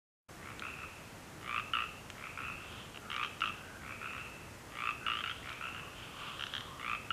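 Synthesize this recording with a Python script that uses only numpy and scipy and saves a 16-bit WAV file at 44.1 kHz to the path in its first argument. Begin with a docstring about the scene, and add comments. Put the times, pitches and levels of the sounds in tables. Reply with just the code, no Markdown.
"""A wood, with one frog close to the microphone, one answering further off, and a third rattling drily.
Each two-part call is a rising train of clicks and then a louder falling one, at times with a few
clucks after it; every click rings the throat and vocal sac. The ground and trunks echo them
over a distant chorus, a few faint whistles, twig ticks and a low steady rush."""
import sys
import numpy as np
from scipy import signal
from scipy.fft import rfft, irfft
from scipy.io import wavfile
from scipy.ndimage import uniform_filter1d

SR = 44100
rng = np.random.default_rng(int(sys.argv[2]) if len(sys.argv) > 2 else 0)


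def waveform_to_disk(signal):
    """Save audio, clipped to [-1, 1], as 16-bit WAV at the path in sys.argv[1]."""
    frames = np.transpose(np.atleast_2d(signal))
    scaled = np.clip(frames, -1, 1) * 32767
    samples = np.round(scaled).astype(np.int16)
    wavfile.write(sys.argv[1], SR, samples)


N = 313992
TIME = np.arange(N) / SR


def near_frog():
    """Close to the microphone: slow, ringing pulses with a clear bounce off the ground."""
    # spectrum of the snap that opens each pulse: frequency_hz, level_db
    snap = [(600, -61), (1050, -1.5), (1500, -1), (2100, 0), (2800, 3.5), (3450, -1.5), (4000, -16),
            (4800, -19.5), (7000, -49)]
    beats = openings("near", period_s=.0168, slowing=.055, fill_s=.18, swell_db=13, climb_hz=650,
                     low_hz=1205, ring_db=1.5, ring_gain_db=8, release_db=5.5)
    beats += closings("near", period_s=.0177, slowing=.015, accent_db=1.5, low_bend_hz=89,
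                      high_bend_hz=110, settle_s=.014, fade_curve=1.2)
    beats += clucks("near", period_s=.0177, low_hz=1340, ring_db=-8)
    voice = throat(beats, snap, snap_db=-2.5, low_db=-2.26, high_db=-3.3,
                   low_swell_s=.0025, high_swell_s=.0014)
    return wood(voice, echo_s=.00712, echo_db=-6.5, leaves_db=-11, leaves_t60=.076,
                tail_db=-7, tail_t60=.71, build_s=.0056, linger_db=-7)


def far_frog():
    """Further off, the answer: quicker pulses, half lost in the echo of the trunks."""
    # spectrum of the snap: frequency_hz, level_db
    snap = [(600, -37), (1100, -5.5), (1500, -2), (2200, 0.5), (2700, -3.5), (3400, -8.5), (4200, -22),
            (7000, -53)]
    beats = openings("far", period_s=.0147, slowing=.02, fill_s=.12, swell_db=8.5, climb_hz=520,
                     low_hz=1285, ring_db=-1.5, ring_gain_db=6, release_db=1.3)
    beats += closings("far", period_s=.0153, slowing=.0862, accent_db=-1, low_bend_hz=15,
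                      high_bend_hz=-110, settle_s=.02, fade_curve=2.8)
    beats += clucks("far", period_s=.0153, low_hz=1333, ring_db=-4.5)
    voice = throat(beats, snap, snap_db=-.9, low_db=-.1, high_db=-3,
                   low_swell_s=.0018, high_swell_s=.0011)
    return wood(voice, echo_s=.004, echo_db=-18, leaves_db=-7, leaves_t60=.12,
                tail_db=-1, tail_t60=1.04, build_s=.013, linger_db=2)


def rattling_frog():
    """The third frog, short and bright, among the ticking twigs."""
    # spectrum of the snap: frequency_hz, level_db
    snap = [(700, -31), (1200, -3), (1850, 1), (2300, -0.5), (3000, -10), (3650, 4.5), (4400, -11),
            (6200, -12), (9000, -57)]
    voice = throat(rattles(), snap, snap_db=4, low_db=-2, high_db=3,
                   low_swell_s=.001, high_swell_s=.00063)
    return wood(voice + twigs(), echo_s=.002, echo_db=-17, leaves_db=-8, leaves_t60=.021,
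                tail_db=-7.5, tail_t60=.94, build_s=.0081, linger_db=-22)


def throat(beats, snap, snap_db, low_db, high_db, low_swell_s, high_swell_s):
    """Each pulse is a snap that rings the two resonances of throat and sac."""
    scatter_db, wobble, rasp, jitter_s = .8, .016, .55, .00014
    out, tick = np.zeros(N), undb(snap_db) * click(snap)
    for s, db, low_hz, high_hz, ring_db in beats:
        chance = rng.standard_normal(4)
        low = undb(low_db) * ring(low_hz * (1 + wobble * chance[0]), low_swell_s)
        high = undb(high_db) * ring(high_hz * (1 + wobble * chance[1]), high_swell_s)
        # a puff of air roughens the first milliseconds of the snap
        puff = rng.standard_normal(128) * np.hanning(128)
        rough = np.convolve(tick, puff / np.linalg.norm(puff))[:len(tick)]
        pulse = tick + rasp * rough + undb(ring_db) * (low + high)
        add(out, s + jitter_s * chance[3], undb(db + scatter_db * chance[2]) * pulse)
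    return out


def openings(who, period_s, slowing, fill_s, swell_db, climb_hz, low_hz, ring_db, ring_gain_db,
             release_db):
    """As the sac fills, the pulses grow, ring more and climb in pitch; on the last one it slackens."""
    # rising first part of each call: frog, start_s, end_s, final_level_db, final_high_hz
    notes = [ ("far", 0.4000, 0.5170, -38, 2380), ("near", 1.4125, 1.5968, -26, 2640),
             ("far", 2.1525, 2.2692, -35.5, 2400), ("near", 3.1005, 3.2465, -27, 2600),
             ("far", 3.8195, 3.9225, -35.5, 2450), ("near", 4.7055, 4.9077, -25, 2670),
             ("far", 5.4290, 5.5170, -34.5, 2390), ("near", 6.7965, 6.9495, -26, 2616)]
    out = []
    for name, start, end, db, hz in notes:
        if name == who:
            s, progress = train(start, end, period_s, slowing)
            empty = np.abs(end - s) / fill_s
            level = db - swell_db * empty ** 2.6
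            high = hz - climb_hz * empty ** 1.52
            ringing = ring_db - ring_gain_db * empty - release_db * (progress == 1)
            out += pulses(s, level, low_hz, high, ringing)
    return out


def closings(who, period_s, slowing, accent_db, low_bend_hz, high_bend_hz, settle_s, fade_curve):
    """The note starts with a jolt that bends both resonances, then settles and mostly fades."""
    # second part of each call: frog, start_s, end_s, level_db, fade_db, ring_db, ring_loss_db,
    # low_hz, high_hz, high_climb_hz
    notes = [ ("far", 0.6215, 0.7000, -33, 7.4, -0.76, 2, 1325, 2560, 30),
             ("near", 1.7350, 1.8385, -24.5, 3.5, 1.4, 2.4, 1250, 2760, -20),
             ("far", 2.3745, 2.4990, -34.5, 3.4, 0, -1, 1330, 2540, 50),
             ("near", 3.4182, 3.4950, -25, 11, 2.1, -3, 1224, 2670, -30),
             ("far", 4.0150, 4.0725, -34, -1.5, 0, 1, 1340, 2540, 70),
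             ("near", 5.0650, 5.2065, -23, 2.1, -2.3, 4.7, 1222, 2670, 440),
             ("far", 5.6105, 5.7010, -33, 7.4, 0, 1, 1350, 2680, 90),
             ("near", 7.1052, 7.1230, -24, 1, 0, 1, 1230, 2690, -20)]
    out = []
    for name, start, end, db, fade_db, ring_db, ring_loss_db, low_hz, high_hz, climb_hz in notes:
        if name == who:
            s, progress = train(start, end, period_s, slowing)
            jolt = np.exp((start - s) / settle_s)
            level = db + accent_db * jolt - fade_db * progress ** fade_curve
            low = low_hz + low_bend_hz * jolt
            high = high_hz + high_bend_hz * jolt + climb_hz * progress
            out += pulses(s, level, low, high, ring_db - ring_loss_db * progress)
    return out


def clucks(who, period_s, low_hz, ring_db):
    """Even pulses on a slack sac, with little ring."""
    # dry clucks after a call: frog, start_s, end_s, level_db, high_hz
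    notes = [ ("far", 0.7875, 0.8330, -38.5, 2520), ("far", 4.1055, 4.1055, -35, 2580),
             ("far", 4.1335, 4.2115, -34.5, 2610), ("near", 5.2392, 5.2392, -23.5, 2770),
             ("near", 5.2602, 5.2755, -25, 2880), ("near", 5.2963, 5.3125, -25.5, 3160),
             ("far", 5.7472, 5.7955, -34.5, 2880)]
    out = []
    for name, start, end, db, high_hz in notes:
        if name == who:
            s, _ = train(start, end, period_s)
            out += pulses(s, db, low_hz, high_hz, ring_db)
    return out


def rattles(period_s=.014, ring_db=6, lone_low_hz=1470, lone_high_hz=2990, lone_ring_db=-1):
    """Bursts of three or four quick pulses, and drier single clicks between them."""
    # rattles: start_s, end_s, level_db, fade_db, low_hz, high_hz
    bursts = [ (2.9455, 2.9735, -47.5, -3, 1440, 2850), (3.1024, 3.142, -37, 2, 1360, 2940),
              (3.2345, 3.274, -35, 10, 1410, 3050), (3.443, 3.4880, -41, 1, 1390, 3100),
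              (6.3950, 6.4378, -39, -3, 1490, 3000), (6.5375, 6.58, -34.5, 4, 1660, 3190)]
    # single clicks: start_s, level_db
    lone_clicks = [(3.1637, -31.5), (3.4067, -32), (5.4925, -38), (5.5290, -41), (6.4673, -33.5),
                   (6.6076, -34)]
    out = [(s, db, lone_low_hz, lone_high_hz, lone_ring_db) for s, db in lone_clicks]
    for start, end, db, fade_db, low_hz, high_hz in bursts:
        s, progress = train(start, end, period_s)
        out += pulses(s, db - fade_db * progress, low_hz, high_hz, ring_db)
    return out


def wood(x, echo_s, echo_db, leaves_db, leaves_t60, tail_db, tail_t60, build_s, linger_db):
    """The way to the microphone: a ground bounce, quick scatter from leaves, a long tail from trunks."""
    scatter_hz, linger_hz, linger_width_hz = 1700, 2620, 260
    t = TIME[:SR]
    leaves = rng.standard_normal(SR) * undb(-60 * t / leaves_t60) * (t > .002)
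    tail = rng.standard_normal(SR) * undb(-60 * t / tail_t60) * (1 - np.exp(-t / build_s))
    # trunks throw back short waves better than long ones
    tail = signal.sosfilt(signal.butter(1, scatter_hz, "high", fs=SR, output="sos"), tail)
    tail /= np.linalg.norm(tail)
    # the upper ring of the call stands out in the tail
    peak = signal.iirpeak(linger_hz, linger_hz / linger_width_hz, fs=SR)
    tail += undb(linger_db) * signal.lfilter(*peak, tail)
    response = undb(leaves_db) * leaves / np.linalg.norm(leaves) + undb(tail_db) * tail
    response[0] += 1  # direct sound
    response[int(echo_s * SR)] -= undb(echo_db)  # soft ground turns the bounce upside down
    return signal.fftconvolve(x, response)[:N]


def twigs(body_db=-4):
    """Small dry ticks with a very short ring."""
    # twig ticks: start_s, level_db, pitch_hz
    ticks = [(0.5954, -30, 3460), (2.102, -29, 2900)]
    # spectrum of a tick: frequency_hz, level_db
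    colour = [(300, -25), (1700, 5), (2200, -2), (2900, 2), (3900, 2), (4900, -12), (6300, -4), (8000, -9),
              (14000, -45)]
    out, tick = np.zeros(N), click(colour)
    for s, db, hz in ticks:
        add(out, s, undb(db) * (tick + undb(body_db) * ring(hz, swell_s=.00032)))
    return out


def chorus(rest_db=-66, rest_hz=2736, pulse_hz=68, throb=.086):
    """Distant frogs: two resonances and a raspy edge, blurred to a flutter that swells now and then."""
    # swells of the chorus: middle_s, length_s, level_db, high_hz
    swells = [(0.98, 0.3, -61, 2700), (2.76, 0.29, -51.5, 3040), (5.448, 0.45, -55.5, 3110),
              (6.04, 0.2, -50.5, 2906), (6.259, 0.23, -45.5, 2857), (6.48, 0.45, -52, 3283)]
    groups = [(undb(rest_db) ** 2, rest_hz)]
    groups += [((undb(db) * swell(s, length)) ** 2, hz) for s, length, db, hz in swells]
    power = sum(p for p, _ in groups)
    high_hz = sum(p * hz for p, hz in groups) / power
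    flutter_hz = pulse_hz * (1 + .08 * wander(18))
    flutter = 1 + throb * np.sin(2 * np.pi * np.cumsum(flutter_hz) / SR)
    high = blurred_tone(high_hz, width_hz=890)
    low = undb(-4) * blurred_tone(1270, width_hz=440)
    edge = undb(-19) * blurred_tone(4600, width_hz=1100)
    return np.sqrt(power) * unit(flutter * (high + low + edge))


def whistles():
    """Soft blurred notes from deep in the wood."""
    # far whistles: middle_s, length_s, pitch_hz, level_db
    notes = [(0.841, 0.023, 1287, -44), (3.078, 0.095, 1350, -50.5), (3.727, 0.42, 1531, -54),
             (5.058, 0.086, 1480, -45.5), (5.858, 0.1, 1127, -53), (6.274, 0.24, 1149, -50),
             (6.711, 0.33, 1132, -52.5)]
    return sum(undb(db) * swell(s, length) * blurred_tone(hz, width_hz=170)
               for s, length, hz, db in notes)


def air(level_db=-50.5, bass_hz=300, waver_db=.8):
    """Behind everything, a steady rush and hiss whose bass wavers."""
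    # spectrum of the rush: frequency_hz, relative_density_db
    colour = [(15, -36), (25, -6.5), (90, 5.5), (250, -1), (700, -5.5), (1300, -7.5), (2100, -10),
              (3000, -17.5), (4500, -19), (7000, -18.5), (11000, -23.5), (15000, -29.5)]
    rush = unit(irfft(rfft(rng.standard_normal(N)) * gains(colour, N), N))
    bass = signal.sosfiltfilt(signal.butter(2, bass_hz, fs=SR, output="sos"), rush)
    return undb(level_db) * (rush + bass * (undb(waver_db * wander(10)) - 1))


def train(start, end, period_s, slowing=0):
    """Pulse times of a note and how far through it each lies (0-1); they may slow towards the end."""
    progress = np.linspace(0, 1, round((end - start) / period_s) + 1)
    return start + (end - start) * (progress - slowing * progress * (1 - progress)), progress


def pulses(*columns):
    """One row for each pulse of a note: start_s, level_db, low_hz, high_hz, ring_db."""
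    return list(zip(*np.broadcast_arrays(*columns)))


def click(colour, size=1024):
    """A minimum-phase click of the given spectrum, peak 1."""
    cepstrum = irfft(np.log(gains(colour, size)))
    cepstrum[1:size // 2] *= 2
    cepstrum[size // 2 + 1:] = 0
    y = irfft(np.exp(rfft(cepstrum)))
    return y / np.abs(y).max()


def ring(hz, swell_s, size=1024):
    """A resonance that peaks at swell_s and quickly dies."""
    age = TIME[:size] / swell_s
    return age ** 2 * np.exp(2 * (1 - age)) * np.sin(2 * np.pi * hz * TIME[:size])


def blurred_tone(hz, width_hz):
    """A resonance smeared by many echoes: its level and phase wander."""
    lowpass = signal.butter(2, width_hz / 2, fs=SR, output="sos")
    a, b = signal.sosfilt(lowpass, rng.standard_normal((2, N)))
    phase = 2 * np.pi * np.cumsum(hz + np.zeros(N)) / SR
    return unit(a * np.cos(phase) + b * np.sin(phase))


def swell(middle_s, length_s):
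    """A bell-shaped rise and fall, peak 1."""
    return np.exp(-(2 * (TIME - middle_s) / length_s) ** 2)


def wander(rate_hz):
    """Smooth random drift, rms 1."""
    hold = int(SR / rate_hz)
    steps = np.repeat(rng.standard_normal(N // hold + 1), hold)
    return unit(uniform_filter1d(uniform_filter1d(steps, hold), hold)[:N])


def gains(colour, size):
    """Gain of a (frequency_hz, level_db) spectrum at every bin of a transform."""
    hz, db = np.transpose(colour)
    return undb(np.interp(np.log(np.fft.rfftfreq(size, 1 / SR) + 1), np.log(hz), db))


def undb(db):
    """Decibels to gain."""
    return 10 ** (np.asarray(db) / 20)


def unit(x):
    """Scale to rms 1."""
    return x / np.sqrt(np.mean(x ** 2))


def add(out, s, sound):
    """Mix a short sound in at time s."""
    i = int(s * SR)
    out[i:i + len(sound)] += sound[:max(len(out) - i, 0)]


def scene():
    """Three frogs at their own distances from one microphone, in the sound of the wood."""
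    return (near_frog() + far_frog() + rattling_frog() + chorus() + whistles() + air())[None]


def record(dry):
    """The recorder opens after a moment of silence and cuts the top above 15 kHz."""
    opened = dry * np.interp(TIME, [.14, .284, .292], [0, .004, 1])
    return signal.sosfilt(signal.ellip(10, .2, 70, 15000, fs=SR, output="sos"), opened)


dry = scene()
out = record(dry)
waveform_to_disk(out)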